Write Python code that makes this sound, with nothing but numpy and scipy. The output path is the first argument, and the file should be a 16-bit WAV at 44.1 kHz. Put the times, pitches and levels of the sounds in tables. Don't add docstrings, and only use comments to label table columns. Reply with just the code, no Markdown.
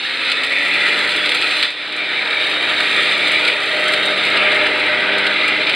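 import sys
import numpy as np
from scipy import signal
from scipy.fft import rfft, irfft
from scipy.io import wavfile
from scipy.ndimage import uniform_filter1d, minimum_filter1d

SR = 44100
rng = np.random.default_rng(int(sys.argv[2]) if len(sys.argv) > 2 else 0)


def int16_out(signal):
    q = np.round(np.clip(np.atleast_2d(signal).T, -1, 1) * 32767)
    wavfile.write(sys.argv[1], SR, q.astype(np.int16))


def amplitude_ratio(level_db):
    exponent = np.asarray(level_db, float) / 20
    return 10 ** exponent


N = 253571
T = np.arange(N) / SR

# (time [s], nearness [dB], leaf load [dB], flank turned to the microphone [0-1])
MOWER = [(0, -4, 0, 0.05), (.5, -1.5, 0.5, 0.4), (.9, -0.5, 3.5, 0.4), (1.3, -1, 1, 0.15), (1.6, -3, 3, 0),
         (1.9, -2.5, -4, 0), (2.3, -1.5, -1.5, 0.26), (2.7, -0.5, 1, .3), (2.95, 0, 3.5, 0.4),
         (3.3, -0.5, 1.5, 0.1), (3.8, 2.5, 3, .5), (4.27, 1, 0.5, 0.16), (4.42, 3.5, -.5, 1),
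         (4.8, 1.5, -2.5, 0.5), (5.15, 2.5, -4.5, 1), (5.45, 0, -2.5, 0.3), (5.75, 1.5, -4.5, 0.1)]
# (frequency [Hz], level [dB])
RUSH_SPECTRUM = [(300, -76), (800, -50.5), (1100, -3.5), (1250, -4.5), (1630, -4.5), (1920, -4), (2230, -1),
                 (3030, -5.5), (3700, -5), (4110, -6.5), (4970, -20.5), (5700, -36), (6500, -45),
                 (11000, -100)]
# (frequency [Hz], level [dB])
CRISP_SPECTRUM = [(1500, -77), (3500, -50), (5500, -6.5), (6400, -11), (7500, -4), (8600, 0), (9500, -6),
                  (10200, -12), (11500, -14), (13500, -22), (15700, -35), (18000, -37)]


def evened(x):
    return x / np.sqrt(np.mean(x ** 2) + 1e-20)


def curve(rows, t=T):
    s, *columns = np.transpose(rows)
    return [np.interp(t, s, c) for c in columns]


def read(points, hz):
    f, *columns = np.transpose(points)
    return [np.interp(np.log(hz + 1), np.log(f + 1), c) for c in columns]


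def colour(x, points):
    level_db = read(points, abs(np.fft.fftfreq(8192, 1 / SR)))[0]
    log_gain = level_db * np.log(10) / 20
    response = np.exp(np.conj(signal.hilbert(log_gain)))
    taps = np.fft.ifft(response).real[:4096] * np.hanning(8192)[4096:]
    return signal.oaconvolve(x, taps / np.linalg.norm(taps))[:N]


def wander(per_s):
    b, a = signal.butter(2, min(per_s / SR * 2, .9))
    return evened(signal.lfilter(b, a, rng.standard_normal(N + SR))[SR:])


def shaft_turns(since=3.02):
    # (time [s], firing rate [1/s])
    firing_rate = [(0, 22), (.25, 22.85), (.5, 23.8), (.75, 24.9), (1, 25.35), (1.25, 25.6), (1.6, 25.45),
                   (2, 25.95), (2.5, 26.1), (3.75, 25.97), (4.15, 25.75), (4.5, 25.95), (4.75, 25.8),
                   (5, 25.94), (5.75, 26.1)]
    turns = np.cumsum(curve(firing_rate)[0]) / SR
    return turns - np.interp(since, T, turns)


def engine():
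    # (order [multiple of firing rate], level [dB])
    exhaust_orders = [(2, -16), (3, -25), (5, -0.5), (6, 0), (7, -7), (9, -5), (10, -10), (12, 3.5),
                      (14, 6.5), (16, -5), (18, 5.5)]
    near_db, _, flank = curve(MOWER)
    turns = shaft_turns()
    exhaust = amplitude_ratio(-54.5) * np.cos(2 * np.pi * 4 * turns)
    for order, db in exhaust_orders:
        level_db = db + (-50.5 if order < 6 else -50)
        if order > 6:
            level_db = level_db + 2.5 * wander(per_s=4)
        exhaust = exhaust + amplitude_ratio(level_db) * np.cos(2 * np.pi * (order * turns + rng.random()))
    return np.sqrt(2) * amplitude_ratio(1.65 * near_db - 7 * flank) * exhaust


def blades():
    # (first blade [dB], second blade [dB], time the two cancel [s], gain per nearness [dB/dB])
    blade_tones = [
        (-47, -53, 3.8, 2.5),
        (-44.5, -50.5, 4.72, 2),
        (-39, -53.5, 3.7, 0.8),
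        (-49, -42.5, 4.92, 2.6),
        (-48, -46, 4.1, 1.9),
        (-46, -50, 4.0, 2.2),
    ]
    passes_per_firing, second_slower = 3.8775, .018
    near_db, _, flank = curve(MOWER)
    belt_wobble = .016 * wander(per_s=10)
    first = passes_per_firing * shaft_turns() + belt_wobble
    out = 0
    for k, (first_db, second_db, cancel_s, per_near) in enumerate(blade_tones):
        turns = (k + 1) * first + k * rng.random()
        behind = (k + 1) * second_slower * shaft_turns(cancel_s)
        pair = amplitude_ratio(first_db) * np.cos(2 * np.pi * turns)
        pair = pair - amplitude_ratio(second_db) * np.cos(2 * np.pi * (turns - behind))
        level_db = per_near * near_db + k * .3 * wander(per_s=9)
        if k == 0:
            level_db = level_db - 7 * flank
        out = out + np.sqrt(2) * amplitude_ratio(level_db) * pair
    return out


def fan():
    turns_per_firing = 23.6
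    near_db, _, flank = curve(MOWER)
    fuzz = 1 + .7 * (wander(per_s=16) + 1j * wander(per_s=16))
    whine = evened((fuzz * np.exp(2j * np.pi * turns_per_firing * shaft_turns())).real)
    return amplitude_ratio(-33 + 2.74 * near_db - 3.5 * flank) * whine


def patchy(x, patchy_db, lasting_db):
    z = signal.stft(x, nperseg=512)[2]
    a, b = rng.standard_normal((2,) + z.shape)
    brief = uniform_filter1d(uniform_filter1d(a, size=5, axis=0), size=10, axis=1)
    lasting = uniform_filter1d(uniform_filter1d(b, size=2, axis=0), size=70, axis=1)
    gain_db = patchy_db * evened(brief) + lasting_db * evened(lasting)
    return signal.istft(z * amplitude_ratio(gain_db), nperseg=512)[1][:N]


def chips(per_s, spread_db):
    size_db = spread_db * np.minimum(rng.exponential(1, N), 5)
    size = amplitude_ratio(size_db) * rng.standard_normal(N)
    return evened(size * (rng.random(N) < per_s / SR))


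def sliding_peaks(x):
    # (time [s], first [Hz], second [Hz], third [Hz], fourth [Hz])
    peak_paths = [(0, 1937, 2337, 3695, 4070), (1.1, 1937, 2463, 3460, 4060), (2.4, 1877, 2377, 3710, 3794),
                  (3.5, 1914, 2360, 3595, 3960), (4.8, 1875, 2120, 3880, 3420),
                  (5.75, 2077, 2310, 3835, 3460)]
    # (width [Hz], lift [dB])
    peak_shapes = [(60, 4.), (130, 3.), (90, 5.), (60, 3.5)]
    hz, t, z = signal.stft(x, SR, nperseg=1024)
    lift_db = 0
    for centre, (width, db) in zip(curve(peak_paths, t), peak_shapes):
        lift_db = lift_db + db * np.exp(-.5 * ((hz[:, None] - centre) / width) ** 2)
    return signal.istft(z * amplitude_ratio(lift_db), nperseg=1024)[1][:N]


def deck():
    # (frequency [Hz], level [dB])
    drone_spectrum = [(30, -61.5), (70, -47.5), (120, -34.5), (170, -18), (240, -3.5), (290, -5.5),
                      (450, -0.5), (650, -2.5), (800, -2.5), (1000, -0.5), (1300, -1), (1800, -50),
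                      (3500, -80.5)]
    # (middle time [s], half length [s], swell [dB])
    heaps = [
        (0.284, 0.029, 1.5),
        (1.656, 0.07, 1),
        (3.482, 0.014, 1),
        (3.911, 0.017, 0.5),
        (4.416, .04, 0),
        (4.668, 0.0063, 2),
        (5.69, 0.028, 0.5),
    ]
    near_db, load_db, flank = curve(MOWER)
    heap_db = sum(db * np.exp(-.5 * ((T - s) / half) ** 2) for s, half, db in heaps)
    rush_db = -19.5 + 0.32 * near_db + 0.17 * load_db + 4.5 * flank + heap_db
    top_db = -23 + 0.12 * near_db + 0.22 * load_db - 3.5 * flank + 2.1 * heap_db

    drone = evened(patchy(colour(rng.standard_normal(N), drone_spectrum), patchy_db=-0.07, lasting_db=1.65))
    gust = amplitude_ratio(0.65 * wander(per_s=22))
    leaves = gust * chips(per_s=2900, spread_db=-1.0)
    rushing = colour(gust * rng.standard_normal(N), RUSH_SPECTRUM)
    air = sliding_peaks(patchy(rushing, patchy_db=1.23, lasting_db=2.07))
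    chopped = sliding_peaks(colour(leaves, RUSH_SPECTRUM))

    high = signal.butter(3, 2950, "high", fs=SR, output="sos")
    air_top, chopped_top = signal.sosfiltfilt(high, [air, chopped])
    lower = evened(air - air_top + 0.25 * (chopped - chopped_top))
    upper = evened(air_top + .6 * chopped_top)
    shred = evened(colour(1.3 * gust * rng.standard_normal(N) + leaves, CRISP_SPECTRUM))

    out = drone * amplitude_ratio(-27.5 + 0.98 * near_db)
    out = out + lower * amplitude_ratio(rush_db) + upper * amplitude_ratio(top_db)
    return out + shred * amplitude_ratio(-46 + load_db)


def small_cracks():
    share, size = rng.random((150, 2)).T
    passed = np.cumsum(amplitude_ratio(2 * curve(MOWER)[1]))
    times = np.interp(share, passed / passed[-1], T)
    body_db = 13
    return [(s, -37.5 + 8 * k ** 2, body_db) for s, k in zip(times, size)]


def cracks():
    # (time [s], treble peak [dB], body against treble [dB])
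    twig_hits = [(.2982, -31, 16), (.3162, -23, 19.5), (.4339, -24.5, 16.5), (.9906, -30, 15),
                 (1.0909, -28.5, 16), (1.1598, -32.5, 17), (1.257, -28.5, 20.5), (1.291, -25.5, 17.5),
                 (1.3164, -27.5, 19), (1.3463, -23, 11.5), (1.4217, -31, 23.5), (1.508, -30, 19),
                 (1.6257, -21.5, 23), (1.702, -25.5, 17), (1.9629, -29, 7), (2.8025, -29.5, 18.5),
                 (3.2774, -26.5, 11), (3.3179, -27.5, 7), (3.4491, -27, 19), (3.4755, -23, 18),
                 (3.8801, -23, 6), (3.9345, -22, 16), (4.0597, -25, 5), (4.2497, -29, 15.5),
                 (4.371, -29.5, 21), (5.1811, -28, 15), (5.2654, -28, 19.5), (5.4789, -25, 16),
                 (5.6685, -36, 26), (5.6945, -29, 22)]
    t60_s, rise_s = .05, 0.0013
    rows = twig_hits + small_cracks()
    treble, body, t = np.zeros(N), np.zeros(N), np.arange(4000) / SR
    noise = rng.standard_normal((len(rows), len(t)))
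    for (s, db, body_db), burst in zip(rows, noise):
        burst = burst * amplitude_ratio(db - 5.0 - 60 * t / t60_s) * np.minimum(t / rise_s, 1)
        burst[:120] += 1.9 * np.diff(burst[:121]) * np.linspace(1, 0, 120)
        at = round(s * SR)
        treble[at:at + len(t)] += burst[:N - at]
        body[at:at + len(t)] += burst[:N - at] * amplitude_ratio(body_db + 2.5)
    bright_body = np.diff(body, prepend=0) * 2.5
    return colour(treble, CRISP_SPECTRUM) + colour(bright_body, RUSH_SPECTRUM)


def ports(x):
    # (frequency [Hz], in-phase share [ratio], quarter-turn share [ratio], unrelated part [dB])
    port_difference = [(86, 0.11, 0.064, -35), (800, 0.016, 0, -35), (1480, 0, 0, -23.5),
                       (1970, -0.011, -0.055, -21.5), (2700, 0.075, -.06, -25), (3120, -.1, -0.055, -7),
                       (4050, -0.11, .01, -32.5), (4980, 0.16, -0.064, -17), (5800, -.5, -.25, 11.5),
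                       (7000, -.1, .22, 3), (7700, .05, -.02, -12), (9100, -.05, -.15, -10),
                       (9900, -.29, 0, 0), (10400, 0, 0.17, -5), (12500, 0.057, 0, -10)]
    z = signal.stft(x, nperseg=256)[2]
    random_phase = np.exp(2j * np.pi * rng.random(z.shape))
    scattered = signal.istft(z * random_phase, nperseg=256)[1][:N]
    along, across, apart_db = read(port_difference, np.fft.rfftfreq(N, 1 / SR))
    side = irfft((along + 1j * across) * rfft(x) + amplitude_ratio(apart_db - 2.5) * rfft(scattered), N)
    return np.array([x + side, x - side])


def scene():
    low_cut = signal.butter(4, 120, "high", fs=SR, output="sos")
    tones = signal.sosfilt(low_cut, engine() + blades())
    return ports(tones + fan() + deck() + cracks())


def top_cut(x):
    return signal.sosfilt(signal.butter(12, 15780, fs=SR, output="sos"), x)


def record(dry):
    # (time [s], depth [dB])
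    gain_dips = [
        (-.1, 5),
        (.325, 2.5),
        (1.653, 12.5),
        (3.499, 5.5),
        (3.959, 1),
    ]
    # (frequency [Hz], width [Hz])
    motor_notches = [(222, 44), (1100, 273)]
    fall_s, recover_s = 0.045, 0.3
    for s, depth_db in gain_dips:
        since = np.maximum(T - s, 0)
        dip = (1 - np.exp(-since / fall_s)) * np.exp(-since / recover_s)
        dry = dry * amplitude_ratio(-depth_db * dip)
    for hz, width in motor_notches:
        b, a = signal.iirnotch(hz, hz / width, SR)
        dry = signal.lfilter(b, a, dry)
    limit = np.minimum(.76 / (abs(dry).max(axis=0) + 1e-9), 1)
    mix = dry * uniform_filter1d(minimum_filter1d(limit, size=181), size=181)
    return top_cut(mix)


dry = scene()
out = record(dry)
int16_out(out)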